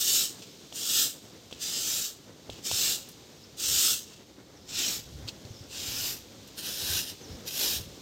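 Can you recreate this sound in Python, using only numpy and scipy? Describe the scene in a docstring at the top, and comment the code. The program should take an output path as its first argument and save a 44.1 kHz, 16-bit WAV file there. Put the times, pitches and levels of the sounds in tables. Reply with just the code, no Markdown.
"""A concrete rooftop, one microphone, close to a child sweeping with a stiff twig broom.
She starts side-on, a stroke already landing: countless twig tips catch and slip on the grit.
A small bird calls far off, the first of five calls. Her sandals slap and scuff as she works on,
and air begins to bump the microphone. From about 4.6 s she turns her back and the rasp changes
colour; the ninth stroke dies away near 8 s over the murmur and hiss of the open air."""
import sys
import numpy as np
from scipy import signal
from scipy.fft import rfft, irfft
from scipy.io import wavfile
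from scipy.ndimage import uniform_filter1d

SR = 44100
rng = np.random.default_rng(int(sys.argv[2]) if len(sys.argv) > 2 else 0)


def inscribe(sig):
    """Save sig as 16-bit PCM at rate SR to the path in sys.argv[1].

    A 1-D sig is mono; a 2-D sig holds one channel per row.
    Samples are clipped to [-1, 1] before scaling.
    """
    pcm = np.round(np.clip(np.atleast_2d(sig).T, -1, 1) * 32767)
    wavfile.write(sys.argv[1], SR, pcm.astype(np.int16))


N = 353241
TIME = np.arange(N) / SR

# The broom, close up. Each row: touch-down, hardest push and lift in seconds, level at the push,
# swell up to it, landing bounce, fizz against the rasp at the lift and growth of that fizz, all in dB,
# then facing (0 side-on to the microphone, 1 turning, 2 away).
STROKES = [(-.03, .15, .245, -24.2, 8.6, 3, -6.3, -2.5, 0), (.719, .98, 1.058, -24.7, 16.5, 2, -3, 6, 0),
           (1.587, 1.928, 2.066, -30.5, 5, 3, -4.7, 5.5, 0.37),
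           (2.622, 2.838, 2.939, -26.3, 10.5, 3, -5, 6, 0.38),
           (3.568, 3.845, 3.937, -23.5, 8, -3.7, -4.8, 4, .15),
           (4.651, 4.789, 4.957, -29.5, 24.6, 3.5, -6.2, 9.5, 0.84),
           (5.682, 6.062, 6.129, -33, 8, -4.4, -2, 12, 1.33),
           (6.546, 6.979, 7.011, -29.5, 17.1, 7, -5, 1, 1.88),
           (7.436, 7.616, 7.759, -28.9, 23, 10, -4, -0.5, 1.67)]
# The rasp at the microphone for each facing. Each row: frequency in Hz, level in dB.
SIDE_ON_COLOUR = [(120, -20), (350, -10), (950, -26.5), (1300, -11.5), (2100, -18), (2850, -4), (3700, 0),
                  (4550, -2.5), (5400, 0), (7500, 2.5), (8600, -2), (10200, -14.5), (13600, -4.5),
                  (15700, -10)]
TURNING_COLOUR = [(120, -7), (350, -7.5), (950, -13.5), (1900, -11.5), (2500, -3), (3250, -2.5), (3650, 0),
                  (6100, 0), (6800, -3), (7250, 0.5), (8000, -6), (9800, -21), (13400, -12.5), (15700, -20)]
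AWAY_COLOUR = [(120, -15), (350, -7), (1200, -19.5), (1600, -9), (2100, -15), (2800, -0.5), (4100, 1),
               (4650, -1), (5150, 3), (7800, -7), (9300, -4.5), (10600, -12.5), (13500, -5), (15700, -16)]
# The twig bundle ringing. Each row: frequency and width in Hz, gain side-on and facing away in dB.
BUNDLE_RESONANCES = [(1520, 370, -52, 4), (1820, 83, -3.5, -6), (2860, 360, -9, -16), (3900, 260, -16, -28),
                     (5000, 100, -7, -13), (5370, 110, 0.5, -29), (6900, 130, -13, -18),
                     (7000, 270, -22, -22), (8100, 120, -14, -21)]
# The bundle catching on rough ground. Each row: centre in seconds, boost in dB, half length in seconds.
SNAGS = [(.088, 3, 0.013), (5.879, 2.5, 0.014), (6.671, 6, 0.041), (7.11, 14, 0.044)]
# Loose twigs flicking each other. Each row: start in seconds, level in dB.
TWIG_FLICKS = [(.392, -55.5), (3.088, -44), (3.115, -53), (6.475, -51)]
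# The bright tick of a flick. Each row: frequency in Hz, level in dB.
FLICK_COLOUR = [(2000, -20), (5000, -6), (8500, 0), (10500, -5), (13500, 0), (16000, -8)]

# Soles meeting concrete. Each row: start in seconds, level in dB, ring in Hz.
SOLE_SLAPS = [(.724, -37, 700), (1.511, -41, 900), (1.525, -32.5, 440), (2.495, -28, 564),
              (2.714, -23.5, 750)]
# Grit cracking under soles and twigs. Each row: start in seconds, level in dB, ring in Hz.
GRIT_CRACKS = [(0.0787, -30, 6760), (0.4259, -40, 5070), (0.726, -30.5, 3240), (1.5267, -27, 3360),
               (2.4997, -27.5, 3430), (2.7142, -19.5, 3460), (3.093, -43, 5580), (4.135, -37, 4540),
               (5.2807, -29.5, 3560), (5.2864, -23, 4600), (5.2904, -25.5, 4160), (5.452, -38, 4320)]
# Soles and loose twigs dragging. Each row: start in seconds, level in dB, length in seconds.
SCUFFS = [(0.417, -45, 0.037), (1.510, -44.5, 0.01), (1.531, -51.5, 0.14), (2.505, -48.5, 0.11),
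          (3.0, -53, .11), (4.037, -55, 0.22), (5.273, -42, 0.017), (6.471, -54, 0.04), (7.923, -57, .06)]
# Grit crumbling and scraping. Each row: frequency in Hz, level in dB.
GRIT_COLOUR = [(1200, -15), (2000, -25), (2700, -3.5), (4500, -7), (7500, -10.5),
               (10000, -28), (16000, -23)]

# The bird, far off. Each row: start in seconds, level in dB.
BIRD_CALLS = [(.34, -64), (3.32, -62), (4.51, -65), (5.48, -58.5), (7.189, -56.5)]
# The fall of one call. Each row: seconds into the call, pitch in Hz.
CALL_PITCH = [(0, 6200), (.04, 6300), (.075, 5300), (.2, 5130)]

# Gusts on the microphone. Each row: centre in seconds, relative level in dB, half length in seconds.
GUSTS = [(1.55, -58, .05), (2.528, -47, 0.033), (2.746, -53, .04), (3.725, -46, 0.054), (5.148, -45, 0.12),
         (5.95, -50.5, 0.16), (6.915, -42.5, 0.072), (7.332, -43, .04), (7.82, -47, 0.076)]
# Light air between gusts. 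Each row: time in seconds, relative level in dB.
LIGHT_AIR = [(0, -68), (8, -57.5)]
# The rumble of air on the microphone. Each row: frequency in Hz, level in dB.
BREEZE_COLOUR = [(20, -21), (40, -15), (65, 2.5), (105, -3.5), (160, -5.5), (300, -46)]
# Soft bumps of air and handling. Each row: start in seconds, level in dB, pitch in Hz.
MIC_BUMPS = [(2.726, -39, 102), (5.124, -43, 85), (5.174, -42, 112), (5.249, -35, 104), (5.449, -38, 111),
             (5.505, -35.5, 105), (5.607, -39, 106), (5.88, -41, 85), (6.901, -39, 89), (7.797, -33.5, 99)]

# The open air around the roof. Each row: time in seconds, murmur level in dB, hiss level in dB.
AMBIENCE_LEVELS = [(0, -52.5, -51.5), (1.35, -53, -55.5), (2.35, -54, -58.5), (2.6, -50.5, -54),
                   (3.3, -53.5, -55.5), (4.45, -54.5, -60), (5.15, -51, -54.5), (6.35, -52.5, -54.5),
                   (7.3, -49.5, -52), (8, -50, -53)]
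# Its low murmur and its leafy hiss. Each row: frequency in Hz, level in dB.
MURMUR_COLOUR = [(53, -66), (90, -6), (113, -4.5), (140, -6), (269, -4), (392, -7), (533, -9), (626, -14),
                 (1070, -20), (2200, -23), (2860, -44), (4840, -120)]
HISS_COLOUR = [(1290, -51), (2200, -4.5), (3600, 3.5), (4800, 1.5), (6050, 1), (6510, 0.5), (8400, -8),
               (11100, -18), (13800, -8.5), (15700, -18.5)]


def broom(flick_decay_s=0.01):
    """Close to the microphone: nine strokes as she works her way round, and twigs springing back."""
    out, t = np.zeros(N), np.arange(2048) / SR
    for row in STROKES:
        add(out, *stroke(*row))
    for start, db in TWIG_FLICKS:
        tick = coloured(rng.standard_normal(len(t)), FLICK_COLOUR)
        add(out, start, gain_of(db) * np.exp(-t / flick_decay_s) * tick)
    return out


def stroke(touch, push, lift, level_db, swell_db, bounce_db, fizz_db, growth_db, facing, tail_s=.26):
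    """One pass of the broom over the concrete; returns its start time and its sound."""
    t = np.arange(max(touch, 0), lift + tail_s, 1 / SR)
    effort = gain_of(pressure_db(t, touch, push, lift, swell_db, bounce_db))
    rasp = twig_rasp(t, effort, facing)
    # The finest tips fizz more as the broom flicks through the end of its arc.
    fizz = signal.sosfiltfilt(signal.butter(8, 9500, "high", fs=SR, output="sos"), rasp)
    still_to_go = np.maximum(lift - t, 0) / (lift - touch)
    fizz_fade_db = 30 * np.maximum(t - lift, 0)
    fizz_gain = gain_of(fizz_db - growth_db * still_to_go - fizz_fade_db)
    sound = unit_rms(rasp - fizz) + fizz_gain * unit_rms(fizz)
    fade = np.clip((t - t[0]) / 0.0011, 0, 1) * np.clip((t[-1] - t) / 0.02, 0, 1)
    return t[0], gain_of(level_db) * effort * fade * sound


def pressure_db(t, touch, push, lift, swell_db, bounce_db, land_s=0.042, land_db=22.5, ease_db=4.9):
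    """The twigs land one by one, rebound, bear down, ease and lift away."""
    landing = land_db * np.clip(1 - (t - touch) / land_s, 0, 1) ** 1.55
    bounce = bounce_db * swell_at(t, touch + 0.043, half_length=.017)
    building = swell_db * np.clip((push - t) / (push - touch), 0, 1) ** 1.11
    easing = ease_db * np.clip((t - push) / (lift - push), 0, 1) ** 2
    snags = sum(db * swell_at(t, centre, half_length) for centre, db, half_length in SNAGS)
    lifted_s = np.maximum(t - lift, 0)
    leaving = -211 * lifted_s  # the twigs quickly leave the ground
    settling = -18.5 - 60 * lifted_s  # the bundle rustles on as it swings back
    return bounce + snags + np.maximum(leaving, settling) - landing - building - easing


def twig_rasp(t, effort, facing, slips_per_s=15000, contact_s=0.043, judder_db=0.5):
    """Twig tips slip over grit, more densely the harder she pushes, and ring the bundle."""
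    tips = slips(slips_per_s * (.2 + effort), spread_db=2.0)
    rasp = tips + sum(gain_of(np.interp(facing, [0, 2], gains_db)) * ring(tips, hz, width_hz)
                      for hz, width_hz, *gains_db in BUNDLE_RESONANCES)
    # Single twigs sing for a moment while they hold the ground.
    for hz, when in rng.uniform([2500, t[0]], [15000, t[-1]], size=(70, 2)):
        friction = swell_at(t, when, contact_s) * rng.standard_normal(len(t))
        rasp = rasp + gain_of(5) * ring(friction, hz, width_hz=45)
    rasp = coloured(bundle_flex(rasp), stance_colour(facing))
    return rasp * gain_of(judder_db * wander(len(t), rate_hz=70))


def bundle_flex(rasp, depth_db=2.1, width_hz=140, hold_s=0.07):
    """The bundle flexes as it drags, so patches of its spectrum swell and sink."""
    spectrum = signal.stft(rasp, nperseg=1024, noverlap=768)[2]
    patches = rng.standard_normal(spectrum.shape)
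    for _ in range(2):
        patches = uniform_filter1d(patches, round(width_hz * 1024 / SR), axis=0, mode="wrap")
        patches = uniform_filter1d(patches, round(hold_s * SR / 256), axis=1, mode="wrap")
    flexed = spectrum * gain_of(depth_db * unit_rms(patches))
    return signal.istft(flexed, nperseg=1024, noverlap=768)[1][:len(rasp)]


def stance_colour(facing):
    """The broom's colour from where the microphone stands: a blend of the two nearest stances."""
    hz = np.geomspace(100, 16000, 300)
    shares = np.maximum(1 - abs(facing - np.arange(3)), 0)
    stances = [follow(colour, hz)[0] for colour in (SIDE_ON_COLOUR, TURNING_COLOUR, AWAY_COLOUR)]
    return np.column_stack([hz, shares @ stances])


def sandals(crumble_db=-14, crumble_s=0.0098):
    """Close by, soles slap, crack grains of grit and drag over the concrete."""
    out, t = np.zeros(N), np.arange(2048) / SR
    for start, db, hz in SOLE_SLAPS:
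        add(out, start, gain_of(db) * knock(hz, rise_cycles=0.33))
    for start, db, hz in GRIT_CRACKS:
        crumbs = coloured(rng.standard_normal(len(t)), GRIT_COLOUR) * np.exp(-t / crumble_s)
        add(out, start, gain_of(db) * knock(hz, rise_cycles=1.13))
        add(out, start, gain_of(db + crumble_db) * crumbs)
    for start, db, length in SCUFFS:
        size = int(length * SR)
        scrape = coloured(slips(np.full(size, 3000), spread_db=4.1), GRIT_COLOUR)
        drag = signal.windows.tukey(size, .3) * np.linspace(1, .45, size)
        add(out, start, gain_of(db) * drag * scrape)
    return out


def bird(blur_hz=240, flutter_db=4):
    """Far off, a thin falling call, smeared and broken up by distance."""
    out, t = np.zeros(N), np.arange(0, CALL_PITCH[-1][0], 1 / SR)
    for start, db in BIRD_CALLS:
        hz = follow(CALL_PITCH, t)[0] + blur_hz * wander(len(t), rate_hz=440)
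        flutter = gain_of(flutter_db * wander(len(t), rate_hz=50))
        whistle = signal.windows.tukey(len(t), .4) * np.sin(2 * np.pi * np.cumsum(hz) / SR)
        add(out, start, gain_of(db) * unit_rms(flutter * whistle))
    return out


def breeze(level_db=-2):
    """Right on the microphone: low buffeting in short gusts, and soft bumps of air and handling."""
    gusts = sum(gain_of(db) * swell_at(TIME, centre, half_length) for centre, db, half_length in GUSTS)
    strength = gain_of(follow(LIGHT_AIR, TIME)[0]) + gusts
    out = gain_of(level_db) * strength * coloured(rng.standard_normal(N), BREEZE_COLOUR)
    for start, db, hz in MIC_BUMPS:
        add(out, start, gain_of(db) * knock(hz, rise_cycles=0.61))
    return out


def open_air(waver_db=1.8):
    """All around the roof: a low wavering murmur and a faint leafy hiss."""
    murmur_db, hiss_db = follow(AMBIENCE_LEVELS, TIME)
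    murmur_db += waver_db * wander(N, rate_hz=12)
    murmur = coloured(rng.standard_normal(N), MURMUR_COLOUR)
    hiss = coloured(slips(np.full(N, 12000), spread_db=2.3), HISS_COLOUR)
    return gain_of(murmur_db) * murmur + gain_of(hiss_db) * hiss


def slips(per_s, spread_db):
    """A random train of tiny stick-slip clicks, a few larger than the rest; rms 1."""
    size = len(per_s)
    clicks = (rng.random(size) < per_s / SR) * rng.choice([-1, 1], size)
    strengths = gain_of(spread_db * np.minimum(rng.exponential(1, size), 4))
    return unit_rms(clicks * strengths / np.sqrt(per_s))


def knock(hz, rise_cycles):
    """A heavily damped swing that swells and dies within a few cycles."""
    turns = hz * np.arange(0, 10 * rise_cycles / hz, 1 / SR)
    envelope = turns / rise_cycles * np.exp(1 - turns / rise_cycles)
    return envelope * np.sin(2 * np.pi * turns)


def ring(x, hz, width_hz):
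    """A resonance of gain 1."""
    radius = np.exp(-np.pi * width_hz / SR)
    pole = radius * np.exp(2j * np.pi * hz / SR)
    return 2 * signal.lfilter([1 - radius], [1, -pole], x).real


def wander(size, rate_hz):
    """A smooth random drift between 1 Hz and rate_hz; rms about 1."""
    noise = rng.standard_normal(size + SR)
    hz = np.fft.rfftfreq(len(noise), 1 / SR)
    drift = irfft(rfft(noise) * ((hz >= 1) & (hz < rate_hz)), len(noise))
    return unit_rms(drift)[:size]


def coloured(x, colour):
    """Filters by a spectrum of (Hz, dB) points; rms 1."""
    hz = np.fft.rfftfreq(len(x), 1 / SR)
    point_hz, point_db = np.transpose(colour)
    curve_db = np.interp(np.log(hz + 1), np.log(point_hz + 1), point_db)
    return unit_rms(irfft(rfft(x) * gain_of(curve_db), len(x)))


def swell_at(t, when, half_length):
    """A smooth bump of height 1."""
    return np.exp(-((t - when) / half_length) ** 2)


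def follow(rows, at):
    """The columns of a table, read at the given times or frequencies."""
    first, *columns = np.transpose(rows)
    return [np.interp(at, first, column) for column in columns]


def gain_of(db):
    """Decibels to amplitude."""
    return 10 ** (np.asarray(db) / 20)


def unit_rms(x):
    """Scales to rms 1."""
    return x / np.sqrt(np.mean(x ** 2) + 1e-20)


def add(mix, start, sound):
    """Mixes a sound in at a start time in seconds."""
    part = mix[max(round(start * SR), 0):][:len(sound)]
    part += sound[:len(part)]


def scene():
    """Everything reaches one microphone, the same on both channels."""
    mono = broom() + sandals() + bird() + breeze() + open_air()
    return np.array([mono, mono])


def record(dry):
    """The recorder passes nothing much above 15.9 kHz."""
    lowpass = signal.firwin(1201, 15900, window=("kaiser", 9), fs=SR)
    return signal.oaconvolve(dry, lowpass[None], "same")


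dry = scene()
out = record(dry)
inscribe(out)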